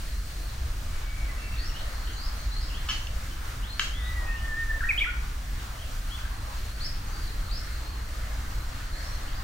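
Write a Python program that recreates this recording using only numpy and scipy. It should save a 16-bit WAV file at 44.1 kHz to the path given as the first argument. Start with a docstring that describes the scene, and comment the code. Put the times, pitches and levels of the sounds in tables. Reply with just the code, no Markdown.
"""Warbler in a breezy bamboo grove

A warbler whistles a long, wavering note and a quick flourish; a second one sings further off.
Small birds chirp in the crowns and hollow stems knock together; the trunks scatter it all into
a short tail. Underneath, wind rumbles on the microphone over a bed of rustling leaves."""
import sys
import numpy as np
from scipy import signal
from scipy.fft import rfft, irfft, next_fast_len
from scipy.io import wavfile
from scipy.ndimage import uniform_filter1d

SR = 44100
rng = np.random.default_rng(int(sys.argv[2]) if len(sys.argv) > 2 else 0)


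def waveform_to_disk(signal):
    """Save audio, clipped to [-1, 1], as 16-bit WAV at the path in sys.argv[1]."""
    frames = np.transpose(np.atleast_2d(signal))
    scaled = np.clip(frames, -1, 1) * 32767
    samples = np.round(scaled).astype(np.int16)
    wavfile.write(sys.argv[1], SR, samples)


N = 415863

# the warbler's long note, sinking as it swells: time_s, pitch_hz, level_db
LONG_NOTE = [(3.935, 2017, -53), (4.003, 2010, -49), (4.031, 1928, -47), (4.087, 1979, -37.5),
             (4.151, 1948, -47), (4.167, 1950, -38), (4.201, 1925, -40.5), (4.273, 1864, -46),
             (4.283, 1853, -41), (4.349, 1843, -36), (4.399, 1799, -48), (4.457, 1812, -37),
             (4.469, 1802, -51), (4.483, 1820, -32), (4.491, 1797, -37.5), (4.543, 1762, -30.5),
             (4.559, 1813, -40), (4.601, 1825, -27), (4.671, 1802, -43), (4.715, 1778, -25.5),
             (4.723, 1805, -38), (4.747, 1800, -30), (4.791, 1756, -48), (4.797, 1770, -51)]
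# its flourish, one list a note: time_s, pitch_hz, level_db
FLOURISH_NOTES = [
    [(4.806, 1790, -25), (4.824, 1287, -34.5), (4.834, 1510, -32), (4.843, 1870, -24.5), (4.856, 1780, -22)],
    [(4.886, 2290, -38), (4.895, 2558, -21.5), (4.905, 2364, -24), (4.916, 2100, -19)],
    [(4.975, 2830, -31), (4.984, 3235, -28.5), (4.993, 3325, -23), (4.997, 4000, -31)],
    [(4.997, 3500, -21), (5.003, 2476, -23.5), (5.011, 2195, -20.5), (5.022, 2346, -24), (5.032, 2500, -28)],
    [(5.038, 2380, -33), (5.045, 1927, -23), (5.054, 1275, -45), (5.064, 1320, -41), (5.076, 1462, -32),
     (5.095, 1454, -32), (5.11, 1460, -60)],
]
# stem hits: start_s, gain_db, pan_left_db, wet_share, strike_hz, ring_factor, scrape_s, snap_db, low_cut_hz
STEM_HITS = [(.480, -42, .1, .5, 6000, 1.1, .002, 6, 1300),
             (2.886, -21.5, 1.3, .35, 3000, 1.9, .018, -1, 850),
             (3.068, -27, .1, .15, 2900, .8, .002, -14, 2300),
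             (3.7937, -9.5, 2.5, .33, 1950, .5, .0025, -3, 1400)]
# the ring of a hollow stem: pitch_hz, gain_db, base_t60_s
STEM_MODES = [(900, -5, .05), (1320, -1, .04), (1710, 0, .03), (2050, -3, .03), (2256, -1, .05),
              (2762, 0, .05), (2985, -2, .04), (3090, 0, .04), (3370, -6, .03), (4300, -6, .03),
              (4700, -6, .04), (5230, -9, .03), (5735, -2, .04)]
# steady whistles further off: start_s, length_s, pitch_hz, level_db, peak_at_share
FAR_WHISTLES = [(0.9, 0.38, 2262, -47.5, 0.8), (1.28, 0.073, 2003, -45, .2), (1.394, .12, 2280, -51, .1),
                (1.38, 0.054, 2675, -44.5, .3), (1.476, 0.072, 2700, -44.5, .5), (1.58, .06, 1900, -48, .2),
                (3.305, 0.028, 3080, -48.5, 0.1), (3.948, 0.91, 1251, -55, 0.2),
                (7.118, 0.068, 4630, -50, .1), (7.41, .07, 4100, -56, .45), (8.478, 0.18, 4100, -56, .3)]
# sliding chirps; a bend under 1 slides early, distance runs from 0 (near) to 1 and beyond (far):
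# start_s, length_s, from_hz, to_hz, bend, level_db, peak_at_share, distance
CHIRPS = [(1.553, .014, 2640, 4200, .9, -43, .6, .4), (1.567, .075, 4200, 4950, 1.5, -41.5, .5, .5),
          (1.642, .04, 4950, 5800, .6, -41.5, .4, .6), (1.565, .015, 2710, 1930, 1.1, -43, .2, .3),
          (1.692, .018, 3230, 2600, .6, -45, .2, .1), (1.74, .05, 2850, 3900, 2.2, -41, .45, .95),
          (2.068, .012, 2450, 3400, .6, -37.5, .6, 1.4), (2.158, .12, 3950, 5350, .6, -41.5, .2, .95),
          (2.34, .08, 5650, 6400, .5, -51, .5, .9), (2.37, .06, 3900, 5100, 1.1, -50, .3, .95),
          (2.515, .085, 4000, 4600, 1.1, -40, .4, .5), (2.6, .07, 4650, 5200, .35, -44.5, .4, .7),
          (2.12, .035, 6650, 6700, 1, -53, .5, .5), (2.685, .027, 3400, 2450, 1.1, -42, .8, .3),
          (2.712, .075, 2450, 3550, .55, -42, .15, .4), (3.02, .04, 6300, 6700, .6, -53, .3, .9),
          (3.618, .068, 2550, 4030, .9, -44, .4, .3), (3.68, .11, 4000, 4460, .6, -43, .4, .4),
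          (3.915, .18, 2950, 3880, .55, -44, .2, .45), (4.255, .07, 2350, 2700, .4, -44, .4, .8),
          (4.35, .05, 2700, 3000, .7, -46, .7, .6), (4.41, .06, 2840, 3550, .6, -51, .4, .9),
          (5.782, .025, 2500, 3350, .4, -45, .7, .4), (5.807, .04, 3350, 2500, 1.6, -45.5, .3, .35),
          (5.815, .02, 11400, 10500, 1.1, -51, .6, .3), (6.088, .08, 2780, 3520, .52, -41.5, .6, .4),
          (6.163, .035, 3450, 1900, 1.2, -47.5, .2, .4), (6.198, .08, 1900, 1500, .4, -46, .5, .7),
          (6.79, .016, 2800, 4000, .9, -49, .8, .3), (6.804, .068, 4000, 5600, .75, -32.5, .26, .02),
          (7.065, .045, 7000, 5900, .5, -51, .7, .9), (7.2, .095, 4700, 3850, 1.6, -45, .2, .7),
          (7.492, .095, 3600, 5650, .65, -39, .45, .8), (8.92, .09, 4100, 4600, .8, -46, .7, .99),
          (9.01, .13, 5100, 5900, .8, -48, .3, .95), (9.26, .06, 2480, 3600, .6, -49, .2, .95)]
# the far flock's twitter: time_s, note_level_db
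TWITTER_LEVELS = [(0, -56), (.5, -54), (.75, -82), (1.5, -55), (2.2, -50.5), (2.7, -54), (3.5, -84),
                  (5.6, -65), (6.6, -54), (7.2, -58), (7.8, -51), (8.3, -67), (9, -52), (9.43, -53)]
# gusts on the microphone: time_s, level_db
GUST_LEVELS = [(0.0, -31), (0.34, -35), (0.66, -27), (1.47, -31.5), (3.65, -30), (3.83, -37), (3.91, -28.5),
               (5.7, -32.5), (9.43, -31.5)]
# tone of their rumble: frequency_hz, gain_db
RUMBLE_EQ = [(7.1, -39), (12, 3), (62, 3), (73, -4.5), (87, -9.5), (102, -9.5), (200, -46), (260, -82),
             (440, -120)]
# the breeze riding the leaf bed: time_s, gain_db, treble_db
BREEZE_RIDE = [(0.0, -55, 1.3), (1.42, -50.5, -1), (5.25, -51.5, -1.3), (5.78, -52, -0.5),
               (9.43, -49.5, -2)]
# tone of the leaves in the centre: frequency_hz, gain_db
LEAF_MID_EQ = [(71, -7), (120, -3), (209, -11), (321, -13), (385, -18.5), (630, -16), (698, -17),
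               (968, -17.5), (1260, -13), (1720, -14.5), (2380, -19), (6110, -22.5), (11500, -30),
               (15000, -29.5), (16000, -27.5)]
# tone of the leaves at the sides: frequency_hz, gain_db
LEAF_SIDE_EQ = [(24, -28), (40, -2), (363, -16.5), (1090, -5), (2980, -14), (3650, -15), (4340, -12.5),
                (4930, -14.5), (5310, -24), (5870, -17), (11000, -24.5), (11800, -29.5), (16000, -20.5)]
# rustle bands, the mids riding the breeze most: low_hz, high_hz, breeze_share, flicker_db, pan_left_db
LEAF_BANDS = [(30, 300, .091, .6, .3), (300, 480, .16, 1.6, .5), (480, 750, .3, 1.9, 1.3),
              (750, 1180, .84, 1.7, 2), (1180, 1600, .83, 1, .5), (1600, 2200, .94, .9, -.3),
              (2200, 4000, .88, .5, 0), (4000, 8000, .49, .4, -.5), (8000, 12000, .22, .5, -.2),
              (12000, 17000, .26, .6, -1.5)]


def warbler(bus, air):
    """The lead voice: a nearly dry long note, then a wetter flourish."""
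    place(bus, whistle(LONG_NOTE, air, scatter=.15), LONG_NOTE[0][0], pan_db=0, wet=.12)
    for contour in FLOURISH_NOTES:
        place(bus, whistle(contour, air, scatter=.49), contour[0][0], pan_db=0, wet=.34)


def whistle(contour, flutter, scatter):
    """A pure tone that beats as paths through moving leaves shift in phase; returns direct and send."""
    times_s, hz, db = np.transpose(contour)
    t = np.arange(times_s[0], times_s[-1], 1 / SR)
    fades = np.clip(np.minimum(t - times_s[0], times_s[-1] - t) / .003, 0, 1)
    paths = (1 + scatter * flutter[int(times_s[0] * SR):][:len(t)]) / np.sqrt(1 + 2 * scatter ** 2)
    tone = np.exp(2j * np.pi * np.cumsum(np.interp(t, times_s, hz)) / SR)
    return np.sqrt(2) * fades * undb(np.interp(t, times_s, db)) * np.imag([paths * tone, tone])


def stem_knock(db, strike_hz, ring_factor, scrape_s, snap_db, low_cut_hz):
    """A scraping blow gives a hollow body and a bright snap; modes near the strike pitch ring most."""
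    t = np.arange(SR // 10) / SR
    contact = rng.standard_normal(len(t)) * np.exp(-t / scrape_s) * np.clip(t / .0027, 0, 1)
    contact[int(.0022 * SR)] += 4.5  # the blow lands just after first touch
    snap = signal.sosfilt(signal.butter(3, [1560, 6100], "bandpass", fs=SR, output="sos"), contact)
    ring = 0
    for hz, mode_db, t60_s in STEM_MODES:
        struck_db = mode_db - 7 * np.log2(hz / strike_hz) ** 2
        ring += undb(struck_db - 60 * t / (ring_factor * t60_s)) * np.sin(2 * np.pi * hz * t)
    body = signal.fftconvolve(contact, ring)[:len(t)]
    # the slimmer the stem, the less bass it radiates
    body = signal.sosfilt(signal.butter(4, low_cut_hz, "highpass", fs=SR, output="sos"), body)
    body *= np.linalg.norm(contact) / np.linalg.norm(body)
    return undb(db) * body, undb(db + snap_db) * snap


def glide(start_s, length_s, from_hz, to_hz, bend, db, peak_at, start_db=-4, end_db=-6):
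    """Contour of a bird note that slides in pitch, swells to one peak and fades."""
    progress = np.linspace(0, 1, 24)
    hz = from_hz + (to_hz - from_hz) * progress ** bend
    swell_db = np.interp(progress, [0, peak_at, 1], [start_db, 0, end_db])
    return np.transpose([start_s + length_s * progress, hz, db + swell_db])


def twitter(count=600, length_s=.022, centre_hz=4338):
    """Contours for a faint, far flock: tiny random notes that blur together."""
    for k, (late, from_offset, to_offset, accent) in enumerate(rng.standard_normal((count, 4))):
        start_s = np.clip((k + late / 2) / count * N / SR, 0, N / SR - 1.1 * length_s)
        slide_hz = centre_hz * (1 + .06 * np.array([from_offset, to_offset]))
        db = np.interp(start_s, *np.transpose(TWITTER_LEVELS)) + 2 * accent
        yield glide(start_s, length_s, *slide_hz, bend=.847, db=db, peak_at=.57, start_db=-2, end_db=-2)


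def other_birds(bus, air, crowns):
    """Whistles, chirps and twitter on the left; far calls cross more moving leaves and blur faster."""
    notes = []
    for start_s, length_s, hz, db, peak_at in FAR_WHISTLES:
        sag_hz = hz * 1.006, hz * .994
        notes.append((glide(start_s, length_s, *sag_hz, .79, db, peak_at, start_db=-9, end_db=-2), .05))
    notes += [(glide(*chirp), distance) for *chirp, distance in CHIRPS]
    notes += [(contour, 1) for contour in twitter()]
    for contour, distance in notes:
        call = whistle(contour, crowns if distance > .42 else air, scatter=.3 + .8 * distance)
        place(bus, call, contour[0][0], pan_db=4, wet=.55 + .27 * distance)


def trunk_reverb(send, low_t60_s=.56, treble_t60_s=.46, bloom_s=.008):
    """Countless trunks scatter the sound into a dense stereo tail that loses its treble first."""
    t = np.arange(SR) / SR
    echoes = rng.standard_normal((2, SR))
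    lows = signal.sosfilt(signal.butter(2, 3500, fs=SR, output="sos"), echoes)
    tail = lows * undb(-60 * t / low_t60_s) + (echoes - lows) * undb(-60 * t / treble_t60_s)
    tail *= 1 - np.exp(-(t / bloom_s) ** 2)
    return signal.fftconvolve(send[None], tail / np.sqrt(np.sum(tail ** 2) / 2), axes=1)[:, :N]


def grove(bus, right_lag_s=55e-6):
    """The space: direct sound reaches the right ear a touch late, and the trunks add their tail."""
    left, right, send = bus
    size = next_fast_len(N)
    hz = np.arange(size // 2 + 1) * SR / size
    right = irfft(rfft(right, size) * np.exp(-2j * np.pi * hz * right_lag_s), size)[:N]
    # swaying stems blend two sets of echo paths, so the tail never rings on fixed pitches
    sway = 1.5 * np.array([wander(130), wander(130)])
    return np.array([left, right]) + np.cos(sway) * trunk_reverb(send) + np.sin(sway) * trunk_reverb(send)


def wind_rumble():
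    """Eddies on the microphone: a mono rumble, each band buffeting on its own."""
    bands = noise_bands(RUMBLE_EQ, [(5, 35), (35, 55), (55, 75), (75, 220)])
    rumble = sum(band * undb(1.36 * wander(2.63)) for band in bands)
    return rumble / np.sqrt(np.mean(rumble ** 2)) * undb(automation(GUST_LEVELS)[0])


def leaf_rustle(mid_db=8, side_db=4.5):
    """A wide bed of leaves: noise bands swell with the breeze, stir together and flicker alone."""
    breeze_db, treble_db = automation(BREEZE_RIDE)
    mean_db = np.mean(breeze_db)
    stir_db = .6 * wander(18) + .3 * wander(8)
    mids, sides = noise_bands(LEAF_MID_EQ, LEAF_BANDS), noise_bands(LEAF_SIDE_EQ, LEAF_BANDS)
    mid_gain, side_gain = undb(mid_db) / np.std(sum(mids)), undb(side_db) / np.std(sum(sides))
    bed = np.zeros((2, N))
    for mid, side, (low_hz, _, breeze_share, flicker_db, pan_db) in zip(mids, sides, LEAF_BANDS):
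        db = mean_db + breeze_share * (breeze_db - mean_db) + flicker_db * wander(14)
        db += (low_hz > 2000) * treble_db + (low_hz > 400) * stir_db
        stereo = mid_gain * mid + side_gain * np.outer([1, -1], side)
        bed += undb(db) * stereo * undb([[pan_db / 2], [-pan_db / 2]])
    return bed


def undb(db):
    """Decibels to gain."""
    return 10 ** (np.asarray(db) / 20)


def automation(rows):
    """Straight ramps through a table's breakpoints, one curve for each column after time."""
    times_s, *columns = np.transpose(rows)
    return [np.interp(np.arange(N) / SR, times_s, column) for column in columns]


def wander(rate_hz):
    """A random modulator: held steps, smoothed twice, with a spread near 1."""
    hold = int(SR / rate_hz)
    steps = np.repeat(rng.standard_normal(N // hold + 1), hold)
    return 1.46 * uniform_filter1d(uniform_filter1d(steps, hold), hold)[:N]


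def noise_bands(eq, bands):
    """Noise shaped by an EQ curve and split into bands."""
    size = next_fast_len(N)
    hz = np.arange(1, size // 2 + 2) * SR / size
    eq_hz, eq_db = np.transpose(eq)
    spectrum = rfft(rng.standard_normal(size)) * undb(np.interp(np.log(hz), np.log(eq_hz), eq_db))
    return [irfft(spectrum * (hz >= low) * (hz < high), size)[:N] for low, high, *_ in bands]


def place(bus, sound, start_s, pan_db, wet):
    """Pans a (direct, send) pair onto the bus; wet is the share of power sent to the trunks."""
    direct, send = sound
    start = int(start_s * SR)
    left, right = np.sqrt(1 - wet) * undb([pan_db / 2, -pan_db / 2])
    feeds = np.array([left * direct, right * direct, np.sqrt(wet) * send])
    bus[:, start:start + len(direct)] += feeds[:, :N - start]


def scene():
    """Birds and knocks in the grove, over wind and leaves."""
    bus = np.zeros((3, N))  # left, right, reverb send
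    air = wander(70) + 1j * wander(70)  # flutter of the paths through moving leaves
    crowns = wander(240) + 1j * wander(240)
    warbler(bus, air)
    for start_s, db, pan_db, wet, *blow in STEM_HITS:
        body, snap = stem_knock(db, *blow)
        place(bus, (body, body), start_s, pan_db, wet)
        place(bus, (snap, snap), start_s, pan_db, wet=1)
    other_birds(bus, air, crowns)
    return grove(bus) + wind_rumble() + leaf_rustle()


def record(dry):
    """A steep low-pass trims the very top of the mix."""
    return signal.sosfilt(signal.ellip(12, .2, 80, 15780, fs=SR, output="sos"), dry)


dry = scene()
out = record(dry)
waveform_to_disk(out)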